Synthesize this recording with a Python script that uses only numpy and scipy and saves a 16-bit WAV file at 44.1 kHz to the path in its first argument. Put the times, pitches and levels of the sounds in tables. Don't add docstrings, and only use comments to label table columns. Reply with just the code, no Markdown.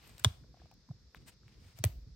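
import sys
import numpy as np
from scipy import signal
from scipy.fft import rfft, irfft, next_fast_len
from scipy.io import wavfile
from scipy.ndimage import uniform_filter1d, map_coordinates

SR = 44100
rng = np.random.default_rng(int(sys.argv[2]) if len(sys.argv) > 2 else 0)


def voltage_ratio(level):
    return 10 ** (np.asarray(level, float) / 20)


def master_out(mix):
    frames = np.transpose(np.atleast_2d(mix))
    ceiling = np.clip(frames, -1, 1)
    pcm = np.round(ceiling * 32767).astype(np.int16)
    wavfile.write(sys.argv[1], SR, pcm)


N = 94815


def unit(x):
    return x / np.sqrt(np.mean(x ** 2) + 1e-20)


def along(points, hz):
    point_hz, value = np.transpose(points)
    return np.interp(np.log(hz + 1), np.log(point_hz + 1), value)


def wobble(rate_hz):
    values = rng.standard_normal(int(N * rate_hz / SR) + 4)
    return map_coordinates(values, [np.arange(N) * rate_hz / SR])


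def filtered(x, response):
    size = next_fast_len(N + SR // 2)
    return irfft(rfft(x, size) * response(np.fft.rfftfreq(size, 1 / SR)), size)[..., :N]


def body(peaks):
    def response(f):
        total = 0
        for k, (hz, width_hz, level_db) in enumerate(peaks):
            damping = 1j * f * width_hz
            total = total + (-1) ** k * voltage_ratio(level_db) * damping / (hz * hz - f * f + damping)
        return total
    return response


# hz, likeness (1 = identical channels)
COHERENCE = [(60, 0.89), (240, 0.84), (950, 0.98), (3770, 0.019), (15000, 0.1)]


def rush(spectrum, patchy_db):
    z = signal.stft(rng.standard_normal((2, N)), nperseg=512)[2]
    patches = uniform_filter1d(rng.standard_normal(z.shape[1:]), 6, 0)
    patches = uniform_filter1d(patches, 10, 1)
    pair = signal.istft(z * voltage_ratio(patchy_db * unit(patches)), nperseg=512)[1][:, :N]

    def mid_side(hz):
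        angle = np.arccos(np.clip(along(COHERENCE, hz), -1, 1)) / 2
        return voltage_ratio(along(spectrum, hz)) * [np.cos(angle), np.sin(angle)]

    mid, side = filtered(pair, mid_side)
    return unit(np.array([mid + side, mid - side]))


# hz, level_db, t60_s
BLADE_MODES = [(2900, -13.5, 0.019), (3436, 4.5, 0.013), (3545, -22, 0.029), (8300, -18.5, 0.013)]


def blade_ring(level_db, t):
    rise_s = .00075
    swell = (1 - np.exp(-t / rise_s)) ** 3 * 1.8
    ring = np.zeros((2, len(t)))
    for hz, mode_db, t60_s in BLADE_MODES:
        phase = 2 * np.pi * hz * t + rng.uniform(0, 7.1) + np.array([[.6], [-.6]])
        ring += voltage_ratio(level_db + mode_db - 60 * t / t60_s) * swell * np.sin(phase)
    return ring


# start_s, peak_db, crack_t60_s, ring_over_crack_db, treble_over_crack_db
SNAPS = [
    (.2461, -17, 0.03, 3.5, 7.5),
    (1.8394, -22, 0.01295, -16, 8),
    (1.8410, -29.5, 0.021, -11.5, 13),
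    (1.8497, -40, .012, -16, 17),
]
# hz, width_hz, level_db
CHIP_MODES = [(250, 57, -7.5), (420, 80, -1), (626, 84, 7.5), (930, 270, 4), (1530, 220, 2.5),
              (2128, 410, -5), (4850, 1500, -2.5)]
# hz, width_hz, level_db
SLAB_MODES = [(227.2, 83, 9), (436, 122, 2.5), (600, 164, 2), (990, 340, -2.5), (1620, 660, -7.5),
              (2330, 370, -3), (3190, 560, -2), (4670, 970, -8)]
# hz, width_hz, level_db
CHIP_EDGE_MODES = [(6210, 1200, -7), (8300, 890, 4), (8850, 540, 2), (12000, 450, -5.5), (14860, 1300, -7)]
# hz, width_hz, level_db
SLAB_EDGE_MODES = [(5880, 330, 3), (7830, 820, -3.5), (9600, 1100, -5), (12000, 1160, 3.5),
                   (14600, 2200, 2)]
# hz, width_hz, level_db
SPLINTER_MODES = [(7400, 1500, -5), (12000, 1300, 2.5), (15500, 700, 2.5)]
# hz, left_lead_rad
EDGE_PHASE = [(4000, 2.9), (8000, 1.3), (13000, 2.9)]


def snaps():
    tear_s, rise_s, edge_t60_s = .0015, .0003, .006
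    fibre_s, fibre_share = .0007, .35
    fray_db, blow_db, nick_db = -3, 25.5, 7.5
    horn_drive, ring = np.zeros((2, N + SR)), np.zeros((2, N + SR))
    edge_drive = np.zeros((3, 2, N + SR))
    t = np.arange(SR // 4) / SR
    for k, (start_s, peak_db, t60_s, ring_db, treble_db) in enumerate(SNAPS):
        i = round(start_s * SR)
        span = slice(i, i + len(t))
        noise = rng.standard_normal((3, len(t)))
        tear = voltage_ratio(-60 * np.maximum(t - tear_s, 0) / t60_s) * (1 - np.exp(-t / rise_s))
        horn = horn_drive[min(k, 1)]
        horn[span] += voltage_ratio(peak_db + fray_db) * tear * noise[0]
        horn[[i + 9, i + round(fibre_s * SR)]] += voltage_ratio(peak_db + blow_db) * np.array([1, fibre_share])
        burst = voltage_ratio(-60 * np.abs(t - rise_s) / edge_t60_s) + .1 * tear
        edge = edge_drive[(0, 1, 1, 2)[k]]
        edge[:, span] += voltage_ratio(peak_db + treble_db) * burst * (0.9 * noise[1] + 0.2 * noise[[0, 2]])
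        edge[:, i + round(rise_s * SR)] += voltage_ratio(peak_db + treble_db + nick_db)
        ring[:, span] += blade_ring(peak_db + ring_db, t)
    horn = filtered(horn_drive[0, :N], body(CHIP_MODES)) + filtered(horn_drive[1, :N], body(SLAB_MODES))
    left_late_s = .00006
    horn = filtered(horn, lambda f: np.exp(-2j * np.pi * f * np.array([[left_late_s], [0]])))
    edge_modes = (CHIP_EDGE_MODES, SLAB_EDGE_MODES, SPLINTER_MODES)
    edge = sum(filtered(drive[:, :N], body(modes)) for drive, modes in zip(edge_drive, edge_modes))
    edge = filtered(edge, lambda f: np.exp(.5j * along(EDGE_PHASE, f) * np.array([[1], [-1]])))
    pan_db = 2
    return (horn + ring[:, :N]) * voltage_ratio([[pan_db], [-pan_db]]) + edge


# start_s, length_s, level_db, brightness_db
STROKES = [(-.12, 0.36, -64, -10.5), (0.055, 0.27, -80, 4), (0.156, 0.1, -65.5, -12),
           (1.136, 0.058, -67, -10), (1.256, 0.059, -58, 0), (1.296, 0.057, -69, -8.5),
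           (1.401, 0.23, -71.5, -12.5), (1.549, .24, -68, -6.5), (1.747, 0.077, -64, -1.5),
           (1.805, 0.083, -64.5, -14), (0.509, 0.23, -73.5, -18), (1.157, 0.12, -74.5, -10.5)]
# start_s, level_db, t60_s, brightness_db
CRUMBS = [
    (.252, -57, .36, -3.5),
    (1.845, -53, 0.271, -7),
]
# hz, density_db (per Hz)
DULL_RUB = [(180, -31.5), (300, -1), (1620, -5), (2340, -3), (4650, -7.5), (5820, -16), (7000, -17.5),
            (9100, -47.5), (15400, -120)]
# hz, density_db (per Hz)
BRIGHT_RUB = [(4000, -31.5), (5500, -15.5), (8500, -0.5), (12300, -11), (14000, -4.5), (16000, -12.5),
              (17000, -14.5)]


def scrapes():
    t = np.arange(N) / SR
    start_s, length_s, level_db, stroke_bright_db = np.transpose(STROKES)[..., None]
    strokes = voltage_ratio(level_db) * np.sin(np.pi * np.clip((t - start_s) / length_s, 0, 1)) ** 2
    start_s, level_db, t60_s, dust_bright_db = np.transpose(CRUMBS)[..., None]
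    dust = (t > start_s) * voltage_ratio(level_db - 60 * np.abs(t - start_s) / t60_s)
    envelopes = np.vstack([strokes, dust])
    bright_db = np.vstack([stroke_bright_db, dust_bright_db])

    grains_per_s, grain_spread_db, grain_share, wobble_db = 5700, 4.5, 0.29, 1.5
    struck = rng.random((2, N)) < grains_per_s / SR
    size = voltage_ratio(grain_spread_db * np.minimum(rng.standard_exponential(N), 3))
    grains = struck * size * rng.standard_normal((2, N))
    rub = grain_share * unit(grains) + (1 - grain_share) * rng.standard_normal((2, N))
    rub = rub * voltage_ratio(wobble_db * wobble(120))
    rub = rub + 0.2 * rub[::-1]

    def coloured(spectrum):
        return unit(filtered(rub, lambda f: voltage_ratio(along([(100, -45.5)] + spectrum, f))))

    dull = coloured(DULL_RUB) * envelopes.sum(0)
    bright = coloured(BRIGHT_RUB) * (envelopes * voltage_ratio(bright_db)).sum(0)
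    return (dull + bright) * voltage_ratio([[1.2], [-1.2]])


# from_hz, to_hz, level_db, width_hz
SQUEAKS = [
    (13860, 11908, -70, 250),
    (2850, 2600, -66.5, 700),
    (12200, 7500, -74, 220),
]
# start_s, end_s
SQUEAK_SPAN = (-.01, .135)


def squeaks():
    start_s, end_s = SQUEAK_SPAN
    progress = np.clip((np.arange(N) / SR - start_s) / (end_s - start_s), 0, 1)
    out = np.zeros(N)
    for from_hz, to_hz, level_db, width_hz in SQUEAKS:
        phase = 2 * np.pi * np.cumsum(from_hz + (to_hz - from_hz) * progress) / SR
        out += voltage_ratio(level_db) * np.sin(np.pi * progress) * wobble(width_hz) * np.sin(phase)
    return out * voltage_ratio([[1.2], [-1.2]])


# start_s, peak_db, pitch_hz, t60_s, crack_over_tone_db
TICKS = [(0.075, -64, 8700, 0.036, 11), (.094, -54.5, 8300, 0.012, 2.5), (0.1809, -42.5, 3740, 0.0045, -3),
         (0.1823, -49, 8600, 0.0067, -13), (0.195, -47.5, 8000, 0.021, -4), (0.1976, -47.5, 1580, 0.011, 5),
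         (0.437, -63, 1500, 0.023, -28.5), (0.542, -51, 721, 0.027, -33.5), (.571, -54, 725, 0.021, -20),
         (0.599, -56.5, 1700, 0.0098, -27.5), (0.6, -52.5, 325.6, 0.035, -30), (0.617, -50, 710, 0.02, -30),
         (.657, -50.5, 685, 0.016, -20.5), (0.713, -50.5, 820, 0.017, -6), (0.713, -62, 2500, 0.015, -17),
         (.723, -54.5, 747, 0.027, -26.5), (.74, -71, 12000, 0.0049, 13), (0.443, -54, 600, 0.017, -28.5),
         (0.889, -54, 1010, 0.02, -16), (0.911, -47.5, 714, 0.019, -27.5),
         (1.1469, -28.5, 1600, 0.0033, -36.5), (1.147, -46.5, 1105, 0.016, -23),
         (1.147, -56, 12000, 0.01, -22.5), (1.1468, -44, 2370, 0.0094, -25.5),
         (1.433, -58, 1496, .008, -19), (1.844, -46, 1903, 0.052, -30), (.257, -51, 3710, 0.13, -41),
         (.318, -66, 3426, 0.2, -40.5), (0.2396, -55, 3015, 0.015, 13.5), (1.156, -59, 3644, 0.05, -7),
         (1.481, -40, 2330, 0.0021, -13.5), (1.776, -58, 5190, .006, 2), (1.7875, -50, 690, 0.023, 8.5)]


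def ticks():
    rise_cycles, roughness, roughest_hz = 0.45, .9, 5200
    overtone_level, overtone_ratio = .55, 1.45
    out, t = np.zeros((2, N + SR)), np.arange(SR // 4) / SR
    for start_s, peak_db, hz, t60_s, crack_db in TICKS:
        noise = rng.standard_normal((3, len(t)))
        jitter = roughness * min(hz, roughest_hz) / SR * 2 * np.cumsum(noise[2])
        phase = 2 * np.pi * hz * t + jitter
        decay = voltage_ratio(-60 * t / t60_s)
        overtone = overtone_level * np.sin(overtone_ratio * phase) * decay
        tone = (np.sin(phase) + overtone) * decay
        crack = voltage_ratio(crack_db - 60 * t / min(t60_s, .014)) * noise[:2]
        rise = 1 - np.exp(-(t * hz / rise_cycles) ** 2)
        i = round(start_s * SR)
        out[:, i:i + len(t)] += voltage_ratio(peak_db + 0.5) * rise * (crack - tone)
    return out[:, :N] * voltage_ratio([[1.3], [-1.3]])


# hz, t60_s
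SHELTER_DECAY = [(200, 0.93), (1500, .3), (3500, 0.43), (8000, 0.32), (15000, 0.38)]
# hz, gain_db
WALL_GAIN = [(2900, 0.5), (3450, -9.5), (4000, -2.5)]


def shelter(knife):
    wall_s, level_db = .005, -22
    returned = filtered(knife, lambda f: voltage_ratio(along(WALL_GAIN, f)))
    hz, t, z = signal.stft(rng.standard_normal((2, SR // 2)), SR, nperseg=256)
    decay = voltage_ratio(-60 * t / along(SHELTER_DECAY, hz)[:, None])
    tail = signal.istft(z * decay, SR, nperseg=256)[1]
    tail = tail / np.linalg.norm(tail[0])
    late = np.pad(returned, ((0, 0), (round(wall_s * SR), 0)))
    return voltage_ratio(level_db) * signal.fftconvolve(late, tail, axes=1)[:, :N]


# trough_s, peak_db, pitch_hz
JOLTS = [(0.221, -49.5, 106.6), (.35, -53, 85), (0.396, -56, 103.2), (.438, -57, 104), (.483, -56.5, 60.8),
         (.609, -57.5, 68.4), (0.645, -56, 130), (0.955, -56, 109), (1.09, -57, 66), (1.173, -54, 165.8),
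         (1.618, -52.5, 62.2), (1.672, -50.5, 91.2), (1.758, -53.5, 99), (0.2701, -19.5, 106.2),
         (0.2573, -38.5, 210), (0.307, -40.5, 89.2), (0.8953, -50.5, 211), (.911, -34.5, 134.4),
         (1.468, -49, 116.7), (1.811, -35, 107), (1.8638, -20.5, 100.6), (1.898, -44, 110),
         (1.928, -44, 56.7), (1.977, -38.5, 55.9), (2.035, -45, 52.2), (2.081, -46.5, 94.4),
         (2.128, -46.5, 57.4)]


def jolts():
    swell_cycles, fade_cycles, sag = .85, .8, .16
    left_late_s, pan_db = .00015, -.3
    trough_s, peak_db, hz = np.transpose(JOLTS)[..., None, None]
    cycles = (np.arange(N) / SR - trough_s - left_late_s * np.array([[1], [0]])) * hz
    shape = np.exp(-.5 * (cycles / np.where(cycles < 0, swell_cycles, fade_cycles)) ** 2)
    wave = np.cos(2 * np.pi * (cycles - .5 * sag * cycles ** 2))
    return -(voltage_ratio(peak_db) * shape * wave).sum(0) * voltage_ratio([[pan_db], [-pan_db]])


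# hz, density_db (per Hz)
RUMBLE = [(12, -65), (20, -28.5), (54, 6), (91, -2), (125, 0.5), (156, -3), (400, -19), (520, -19),
          (880, -120)]
# time_s, level_db
HAND_LOAD = [(0.0, -62.5), (.17, -60.5), (.33, -57.5), (.45, -58.5), (.52, -64.5), (.63, -59), (.75, -63),
             (.86, -64.5), (.96, -59.5), (1.12, -68), (1.19, -58.5), (1.33, -61.5), (1.4, -67),
             (1.55, -61.5), (1.659, -60.5), (1.72, -63.5), (1.77, -59), (2.15, -63.5)]
# hz, density_db (per Hz)
YARD = [(150, -31), (250, -13), (342, -8.5), (769, -15.5), (1970, -15), (3060, -20), (3580, -11.5),
        (5180, -5), (7500, -24), (9750, -46.5), (16500, -120)]
# hz, density_db (per Hz)
AIR = [(5500, -25.5), (7000, -2), (9300, -6.5), (12000, -5), (13000, -2), (13500, -31.5), (17000, -53.5)]


def yard():
    lump_db, yard_db, air_db = 1.2, -67.5, -89
    time_s, level_db = np.transpose(HAND_LOAD)
    load_db = np.interp(np.arange(N) / SR, time_s, level_db) + lump_db * wobble(16.0)
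    rumble = voltage_ratio(load_db) * rush(RUMBLE, patchy_db=3.0)
    air = voltage_ratio(air_db) * rush(AIR, patchy_db=4.0)
    hiss = voltage_ratio(yard_db - 4.0 + 0.52 * wobble(4)) * rush(YARD, patchy_db=0.0)
    return rumble + air + hiss


def scene():
    knife = snaps() + ticks() + scrapes() + squeaks()
    return knife + shelter(knife) + jolts() + yard()


def roll_off(x):
    return signal.sosfilt(signal.butter(12, 17130, fs=SR, output="sos"), x)


# low_hz, high_hz
GATED_BANDS = [(9700, 11000), (13400, 14400), (16100, 17500)]


def record(dry):
    top_hz, slope_hz, opens_db, open_s = 16700, 60, -48, .004

    def above(f, edge_hz):
        return .5 + .5 * np.tanh((f - edge_hz) / slope_hz)

    full = filtered(dry, lambda f: 1 - above(f, top_hz))
    gated = filtered(full, lambda f: sum(above(f, low) - above(f, high) for low, high in GATED_BANDS))
    power = np.abs(uniform_filter1d((gated ** 2).mean(0), size=round(open_s * SR))) / voltage_ratio(2 * opens_db)
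    mix = full - gated / (1 + power ** 2)
    return roll_off(mix)


dry = scene()
out = record(dry)
master_out(out)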